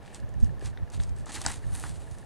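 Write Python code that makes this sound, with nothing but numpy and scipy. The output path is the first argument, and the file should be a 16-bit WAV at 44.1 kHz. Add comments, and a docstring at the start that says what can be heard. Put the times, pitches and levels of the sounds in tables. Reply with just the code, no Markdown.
"""Shoes tap and scuff on gritty sand and clothes swish as a disc golfer runs up at the edge of a wood.
The disc snaps out of the fingers, making hand and disc ring briefly; a pivot and a last step follow.
The scuffs are many tiny grains colliding, and single grains crack underfoot. Swirling wind pushes
on the microphone and makes it rumble. Behind it all lie an open field and a faint, far chirping."""
import sys
import numpy as np
from scipy import signal
from scipy.fft import rfft, irfft
from scipy.io import wavfile
from scipy.ndimage import uniform_filter1d

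SR = 44100
rng = np.random.default_rng(int(sys.argv[2]) if len(sys.argv) > 2 else 0)


def file_out(sig):
    """Save sig as 16-bit WAV at sys.argv[1]."""
    # one column per channel
    cols = np.atleast_2d(sig).T
    # limit, then scale
    lim = np.clip(cols, -1, 1)
    pcm = np.round(lim * 32767).astype(np.int16)
    wavfile.write(sys.argv[1], SR, pcm)


N = 99225
TIME = np.arange(N) / SR
FREQS = np.maximum(np.fft.rfftfreq(N, 1 / SR), 1)

# Levels in a table compare its rows; the functions may turn the whole layer up or down.
# The disc's rim slaps off the fingers: start_s, low_ring_db, high_ring_db, left_minus_right_db
RIM_SLAPS = [(1.4629, -14, -9, 5), (1.4642, -20, -12.5, -3)]
# The tones that hand and disc ring with: pitch_hz, level_db, ring_s (time to fade by 60 dB)
DISC_TONES = [(232, -16.5, 0.028), (786, -10, 0.014), (1000, -10, 0.012), (1360, -6, 0.0094),
              (1600, -5, 0.0069), (1950, -11.5, 0.0037), (4500, -2, 0.0022), (5500, 2.5, 0.0017),
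              (6660, 2.5, .0014), (8220, -1.5, 0.0029)]
# Shoes knock on the ground: start_s, level_db, pitch_hz, half_width_octaves, click_vs_knock_db
FOOTFALLS = [(0.624, -34, 434, .55, -28), (0.7741, -36, 1760, 0.23, -7), (1.0, -36.5, 1660, 0.24, -2),
             (1.267, -36.5, 885, 0.5, -15), (1.415, -36, 950, 0.34, -4), (1.839, -25.5, 1280, 0.45, -31)]
# Soles and clothes slide: start_s, rise_s, hold_s, fall_s, hiss_db, rub_db
SLIDES = [(0.013, 0.016, 0.11, 0.032, -63, -58), (0.118, 0.023, 0.0182, 0.027, -50.5, -55),
          (0.391, 0.0087, 0.047, 0.042, -59, -74), (0.6, 0.068, 0.018, 0.013, -48.5, -49),
          (0.914, 0.029, 0.016, 0.014, -48, -51.5), (0.989, 0.011, 0.0355, 0.013, -51.5, -56),
          (1.056, .02, 0.018, .02, -58, -71), (1.153, 0.0112, 0.051, 0.029, -59.5, -78),
          (1.256, 0.019, .008, 0.01, -50.5, -46.5), (1.278, 0.017, 0.0099, 0.014, -48, -46),
          (1.315, .004, 0.0047, 0.017, -39.5, -50.5), (1.325, 0.019, 0.017, 0.011, -39, -44.5),
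          (1.353, .008, 0.019, 0.014, -51, -41), (1.371, 0.012, 0.013, 0.011, -43.5, -48.5),
          (1.395, 0.013, 0.021, 0.022, -46, -52), (1.435, 0.0074, 0.0095, 0.0094, -39, -42.5),
          (1.448, 0.0024, 0.0048, 0.0045, -50, -28.5), (1.458, 0.004, 0.011, 0.036, -37.5, -36),
          (1.476, 0.02, 0.046, 0.024, -42.5, -45), (1.53, 0.016, 0.015, 0.018, -49, -59),
          (1.584, 0.058, 0.092, 0.045, -57.5, -56), (1.735, 0.011, 0.012, 0.048, -49.5, -49.5),
          (1.772, 0.016, 0.09, 0.089, -48.5, -53.5), (1.833, 0.0067, 0.011, 0.022, -53, -45.5),
          (1.897, 0.016, 0.28, 0.08, -61.5, -65)]
# The bright hiss of a slide: pitch_hz, level_db
HISS_SPECTRUM = [(500, -5.5), (1500, -13.5), (2500, -1), (3300, -2.5), (4400, -0.5), (5300, -6),
                 (6600, -1.5), (8200, -0.5), (9800, -6.5), (11000, -19), (12000, -28), (13000, -22),
                 (15000, -63)]
# The dull rub of a slide: pitch_hz, level_db
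RUB_SPECTRUM = [(150, -2), (300, 1.5), (480, -16.5), (780, 3), (1200, -2), (1500, -3), (1900, 0),
                (2500, -15.5), (4000, -13), (9000, -22), (15000, -67)]
# The sizzle, the very highest part of the hiss: pitch_hz, level_db
SIZZLE_SPECTRUM = [(4000, -30), (7500, 0), (9500, 8.5), (11000, -2.5), (12000, -13), (13000, -8),
                   (15000, -53)]
# How much sizzle the hiss has as time passes: time_s, level_db
SIZZLE_LEVELS = [(0, -11.5), (1.2, -14), (1.45, -10), (1.65, -8.5), (1.76, -0.5), (1.9, -8.5), (2.25, -5.5)]
# Single grains of grit crack underfoot: start_s, level_db, pitch_hz
GRIT_CRACKS = [(0.061, -44, 3000), (.078, -43, 2730), (.094, -53, 3200), (0.1463, -28.5, 6300),
               (0.201, -38.5, 7000), (.291, -44, 7100), (0.34, -44.5, 5960), (0.402, -40.5, 6500),
               (0.41, -50.5, 6000), (.431, -40, 5830), (.445, -35, 5700), (.595, -42, 7500),
               (0.61, -44, 3000), (0.65, -33, 7500), (0.658, -30, 7300), (.661, -37.5, 4000),
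               (.672, -35, 8000), (0.901, -37.5, 8000), (1.036, -28.5, 5900), (1.093, -41.5, 4940),
               (1.164, -43, 6050), (1.186, -39.5, 8000), (1.259, -35, 8100), (1.3195, -26.5, 4900),
               (1.343, -31, 7950), (1.353, -24, 8500), (1.363, -29, 6000), (1.4162, -20.5, 8200),
               (1.516, -24.5, 8650), (1.739, -30.5, 9000), (1.751, -23.5, 9800), (1.761, -27, 9500),
               (1.798, -26, 9350), (1.8946, -33.5, 8100), (2.112, -35.5, 8600), (2.185, -33.5, 8000)]
# The shirt rustles as the body turns: middle_s, level_db, half_width_s
SHIRT_RUSTLES = [(.11, -64, 0.091), (.66, -62, .03), (1.64, -70.5, 0.018)]
# The strength of the wind on the microphone: time_s, level_db
WIND_LEVELS = [(0, -48), (.17, -49.5), (.23, -32), (.3, -41), (.38, -30), (.47, -27.5), (.56, -37.5),
               (.7, -35), (.78, -39.5), (.9, -44), (.97, -30.5), (1.19, -38), (1.29, -43.5), (1.42, -41),
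               (1.55, -41), (1.72, -38), (1.85, -36.5), (2.25, -46)]
# Small swirls of air hit the microphone: middle_s, level_db, half_width_s
WIND_SWIRLS = [(0.242, -28, 0.0053), (.365, -29.5, .01), (.453, -22, 0.0083), (.5, -31, 0.0055),
               (0.664, -31, 0.022), (0.828, -24.5, 0.011), (1.006, -21.5, 0.0086), (1.108, -29, 0.034),
               (1.211, -32, 0.024), (1.397, -34, 0.011), (1.48, -30, 0.021), (1.582, -34, 0.01),
               (1.672, -28, 0.019), (1.728, -26, 0.016), (1.915, -33.5, 0.026), (1.985, -36.5, 0.013),
               (2.125, -37.5, 0.017)]
# The wind's deep rumble: pitch_hz, level_db
RUMBLE_SPECTRUM = [(15, -14), (25, -8.5), (48, 3), (85, 2.5), (130, -3.5), (160, -9), (200, -17),
                   (330, -31), (500, -66), (1500, -59), (4000, -82)]
# The higher rumble of strong gusts: pitch_hz, level_db
GUST_SPECTRUM = [(60, -41), (140, -10), (200, -18), (260, 8), (350, -4), (600, -50), (2000, -66)]
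# The wind shifts round the microphone: time_s, left_minus_right_db
WIND_BALANCE = [(0, -3), (.83, -3), (.95, -1.65), (2.25, -4.5)]
# Faint, far chirps: middle_s, level_db
FAR_CHIRPS = [(.015, -58), (.079, -57), (0.13, -51.5), (0.197, -53.5), (0.231, -51.5), (.283, -54),
              (0.344, -52), (0.434, -53.5), (0.467, -53), (.496, -50.5), (0.584, -55), (0.616, -47),
              (.733, -52.5), (0.799, -54), (0.832, -54), (0.878, -49.5), (1.181, -54), (1.214, -53.5),
              (1.249, -53), (1.642, -49), (1.696, -55), (2.079, -51), (2.15, -56), (2.182, -53),
              (2.23, -55)]
# Distant air, the part both ears share: pitch_hz, level_db
AIR_SPECTRUM = [(30, 1), (150, 0.5), (300, -3), (500, -3), (800, -6), (1200, -14), (1800, -16.5),
                (2500, -23.5), (4000, -27), (7000, -32.5), (10000, -34), (12000, -39), (15000, -46)]
# Distant air, the part that differs between the ears: pitch_hz, level_db
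AIR_SIDE_SPECTRUM = [(30, 0.5), (150, 2), (300, -6), (500, -5.5), (1000, -14), (2000, -20), (4000, -31.5),
                     (8000, -38), (12000, -31.5), (15000, -38)]

GRAINS_PER_S = 2500


def disc_snap():
    """Two quick slaps ring the hand and disc, which fall quiet fast; only high tones lean to a side."""
    out = np.zeros((2, N))
    for start_s, low_db, high_db, pan_db in RIM_SLAPS:
        high_stereo_db = high_db + pan_db * np.array([[.5], [-.5]])
        for k, (hz, db, ring_s) in enumerate(DISC_TONES):
            strength = from_db(db + (low_db if hz < 3000 else high_stereo_db))
            ring = fade(start_s, ring_s / np.log(1000)) * np.sin(2 * np.pi * hz * (TIME - start_s))
            out += (-1) ** k * strength * ring  # every other tone starts the opposite way
    return low_pass(out, hz=9800)


def footsteps():
    """A sole lands with a short knock and a gritty click; the sand settles under it."""
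    out = np.zeros(N)
    for start_s, db, hz, octaves, click_db in FOOTFALLS:
        knock = band(signal.unit_impulse(N, int(start_s * SR)), hz, octaves)
        click = band(rng.standard_normal(N) * fade(start_s, decay_s=.0012), hz=3650, octaves=.15)
        sand = unit_power(band(rng.standard_normal(N), hz, octaves)) * fade(start_s, decay_s=.024)
        step = unit_peak(knock) + from_db(click_db) * unit_peak(click) + from_db(-22.5) * sand
        out += from_db(db) * step
    return out


def swishes():
    """Sliding soles and clothes make a dull rub and a bright hiss, both full of tiny grains."""
    hiss_power, rub_power = 0, 0
    for start_s, rise_s, hold_s, fall_s, hiss_db, rub_db in SLIDES:
        t = TIME - start_s
        shape = np.clip(t / rise_s, 0, 1) * np.exp(-np.maximum(t - rise_s - hold_s, 0) / fall_s)
        hiss_power += (from_db(hiss_db) * shape) ** 2
        rub_power += (from_db(rub_db) * shape) ** 2
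    hiss = from_db(-7) * grains(HISS_SPECTRUM, GRAINS_PER_S)
    hiss = hiss + from_db(-7.5) * wide_noise(HISS_SPECTRUM, side_db=-67)
    rub = from_db(-7.5) * grains(RUB_SPECTRUM, per_s=700)
    rub = rub + from_db(-4) * wide_noise(RUB_SPECTRUM, side_db=-49)
    hiss += from_db(over_time(SIZZLE_LEVELS)) * wide_noise(SIZZLE_SPECTRUM, side_db=-16)
    rub *= from_db(wander(rate_hz=69))  # the rub wavers by about 1 dB
    flutter = from_db(2 * wander(rate_hz=38))
    return flutter * (np.sqrt(hiss_power) * hiss + np.sqrt(rub_power) * rub)


def grit(crack_decay_s=.00078):
    """Grains give way underfoot in very short, bright cracks, each trailing off in crumbs."""
    cracks, crumb_level = np.zeros(N), np.zeros(N)
    t = TIME[:SR // 50]
    for start_s, db, hz in GRIT_CRACKS:
        burst = rng.standard_normal(len(t)) * np.exp(-t / crack_decay_s)
        crack = unit_peak(band(burst, hz, octaves=.54))
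        add(cracks, start_s, from_db(db - 2.5) * crack)
        crumb_level += from_db(db - 22.5) * fade(start_s, decay_s=.0086)
    return low_pass(cracks, hz=10470) + crumb_level * grains(HISS_SPECTRUM, GRAINS_PER_S)


def shirt():
    """Fabric brushes on fabric and makes a soft rustle."""
    level = sum(from_db(db) * swell(middle_s, width_s) for middle_s, db, width_s in SHIRT_RUSTLES)
    rustle = band(grains(HISS_SPECTRUM, GRAINS_PER_S), hz=2110, octaves=.38)
    return level * unit_power(rustle)


def wind():
    """Churning air rumbles on the microphone, swelling as each swirl hits."""
    power = from_db(over_time(WIND_LEVELS)) ** 2
    for middle_s, db, half_width_s in WIND_SWIRLS:
        power += from_db(db) ** 2 * swell(middle_s, half_width_s)
    level = np.sqrt(power)
    rumble = noise(RUMBLE_SPECTRUM)
    local_power = uniform_filter1d(uniform_filter1d(rumble ** 2, size=700), size=500)
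    rumble = unit_power(rumble / np.sqrt(local_power))  # even out the noise's own swells
    gust_strength = (level / from_db(-30)) ** .31  # stronger gusts sound a little brighter
    rumble += from_db(-28) * gust_strength * noise(GUST_SPECTRUM)
    separate_rumbles = from_db(-8.5) * np.array([noise(RUMBLE_SPECTRUM), noise(RUMBLE_SPECTRUM)])
    pressure = opposite_push(over_time(WIND_BALANCE)) * (rumble + separate_rumbles)
    return from_db(-.5) * level * pressure


def whirl(middle_s=.4345, half_width_s=.0034, flutter_hz=202):
    """One strong whirl of air pushes, then sucks at the microphone, shedding a short flutter."""
    t = TIME - middle_s
    thump = -t / half_width_s * np.exp((1 - (t / half_width_s) ** 2) / 2)
    flutter = np.sin(2 * np.pi * flutter_hz * t) * swell(middle_s, half_width_s=.0092)
    return opposite_push(pan_db=-3.5) * (from_db(-10) * thump + from_db(-18.5) * flutter)


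def chirps(pitch_hz=1746, upper_hz=2854, fall_hz_per_s=10000, width_s=.0028):
    """Far chirps, perhaps frogs: each is a short, rough, falling tone with a weaker one above it."""
    out = np.zeros(N)
    t = np.arange(-.02, .02, 1 / SR)
    shape = np.exp(-(t / width_s) ** 2 / 2)
    for middle_s, db in FAR_CHIRPS:
        hz = pitch_hz * (1 + .013 * rng.standard_normal())
        falling = np.sin(2 * np.pi * (hz - fall_hz_per_s * t / 2) * t)
        upper = from_db(-14) * np.sin(2 * np.pi * upper_hz * t)
        add(out, middle_s + t[0], from_db(db) * shape * (falling + upper))
    roughness = 1 + .33 * wander(rate_hz=600)
    return out * roughness


def field_air():
    """Distant air over the open field makes a soft, steady hush."""
    shared = noise(AIR_SPECTRUM)
    side = from_db(-4.5) * noise(AIR_SIDE_SPECTRUM) * [[1], [-1]]
    return from_db(-51.5) * (shared + side)


def with_echo(x, ring_s=.065):
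    """Sound bounces off the ground and trees, which adds a short, thin tail."""
    tail = rng.standard_normal(N) + from_db(-34) * rng.standard_normal((2, N))
    tail *= fade(start_s=.00066, decay_s=ring_s / np.log(1000))
    tail /= np.sqrt(np.sum(tail ** 2, axis=1, keepdims=True))
    echo = signal.fftconvolve(np.atleast_2d(x), tail, axes=1)[:, :N]
    return x + from_db(-12.5) * echo


def opposite_push(pan_db):
    """Wind pushes the left and right channels opposite ways, one harder than the other."""
    return np.array([from_db(pan_db / 2), -from_db(-pan_db / 2)]).reshape(2, -1)


def grains(spectrum, per_s, spread_db=7):
    """Tiny collisions of uneven size at random moments."""
    sizes = from_db(spread_db * np.minimum(rng.exponential(1, N), 3))
    signs = rng.choice([-1, 1], N)
    hits = rng.random(N) < per_s / SR
    return colour(sizes * signs * hits, spectrum)


def colour(x, spectrum):
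    """Make each pitch as strong as the spectrum says, then set the power to 1."""
    hz, db = np.transpose(spectrum)
    gains = from_db(np.interp(np.log(FREQS), np.log(hz), db))
    return unit_power(irfft(rfft(x) * gains, N))


def noise(spectrum):
    """Noise with a given mix of low and high pitches."""
    return colour(rng.standard_normal(N), spectrum)


def wide_noise(spectrum, side_db):
    """Stereo noise, mostly the same in both ears."""
    return noise(spectrum) + from_db(side_db) * noise(spectrum) * [[1], [-1]]


def wander(rate_hz):
    """A random wobble about 1 in size, mostly slower than rate_hz."""
    return unit_power(irfft(rfft(rng.standard_normal(N)) / (1 + (FREQS / rate_hz) ** 2), N))


def fade(start_s, decay_s):
    """A level that jumps to 1, then dies away."""
    return (TIME >= start_s) * np.exp(-np.clip((TIME - start_s) / decay_s, 0, 60))


def swell(middle_s, half_width_s):
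    """A level that rises smoothly to 1 and falls again."""
    return np.exp(-((TIME - middle_s) / half_width_s) ** 2)


def over_time(points):
    """Join (time, value) points with straight lines."""
    return np.interp(TIME, *np.transpose(points))


def band(x, hz, octaves):
    """Keep the pitches within so many octaves either side of hz."""
    edges = np.clip(hz * 2 ** (np.array([-1, 1]) * octaves), 20, SR * .45)
    return signal.sosfilt(signal.butter(2, edges, "band", fs=SR, output="sos"), x + 1e-18)


def low_pass(x, hz):
    """Keep the pitches below hz."""
    return signal.sosfilt(signal.butter(6, hz, fs=SR, output="sos"), x + 1e-18)


def add(out, start_s, sound):
    """Mix a short sound in at a given time."""
    start = int(np.clip(start_s * SR, 0, N - 1))
    out[start:start + len(sound)] += sound[:N - start]


def from_db(db):
    """Turn decibels into a number to multiply by."""
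    return 10 ** (np.asarray(db) / 20)


def unit_power(x):
    """Scale so the average power is 1."""
    return x / np.sqrt(np.mean(x ** 2) + 1e-20)


def unit_peak(x):
    """Scale so the biggest swing is 1."""
    return x / abs(x).max()


def scene():
    """The thrower in front, wind and field all round."""
    thrower = with_echo(disc_snap() + footsteps()) + swishes() + shirt() + grit()
    return thrower + wind() + whirl() + with_echo(chirps()) + field_air()


def record(dry):
    """The recorder cuts off the very highest pitches."""
    cutoff_hz = 15750
    return signal.sosfilt(signal.ellip(10, .1, 70, cutoff_hz, fs=SR, output="sos"), dry)


dry = scene()
out = record(dry)
file_out(out)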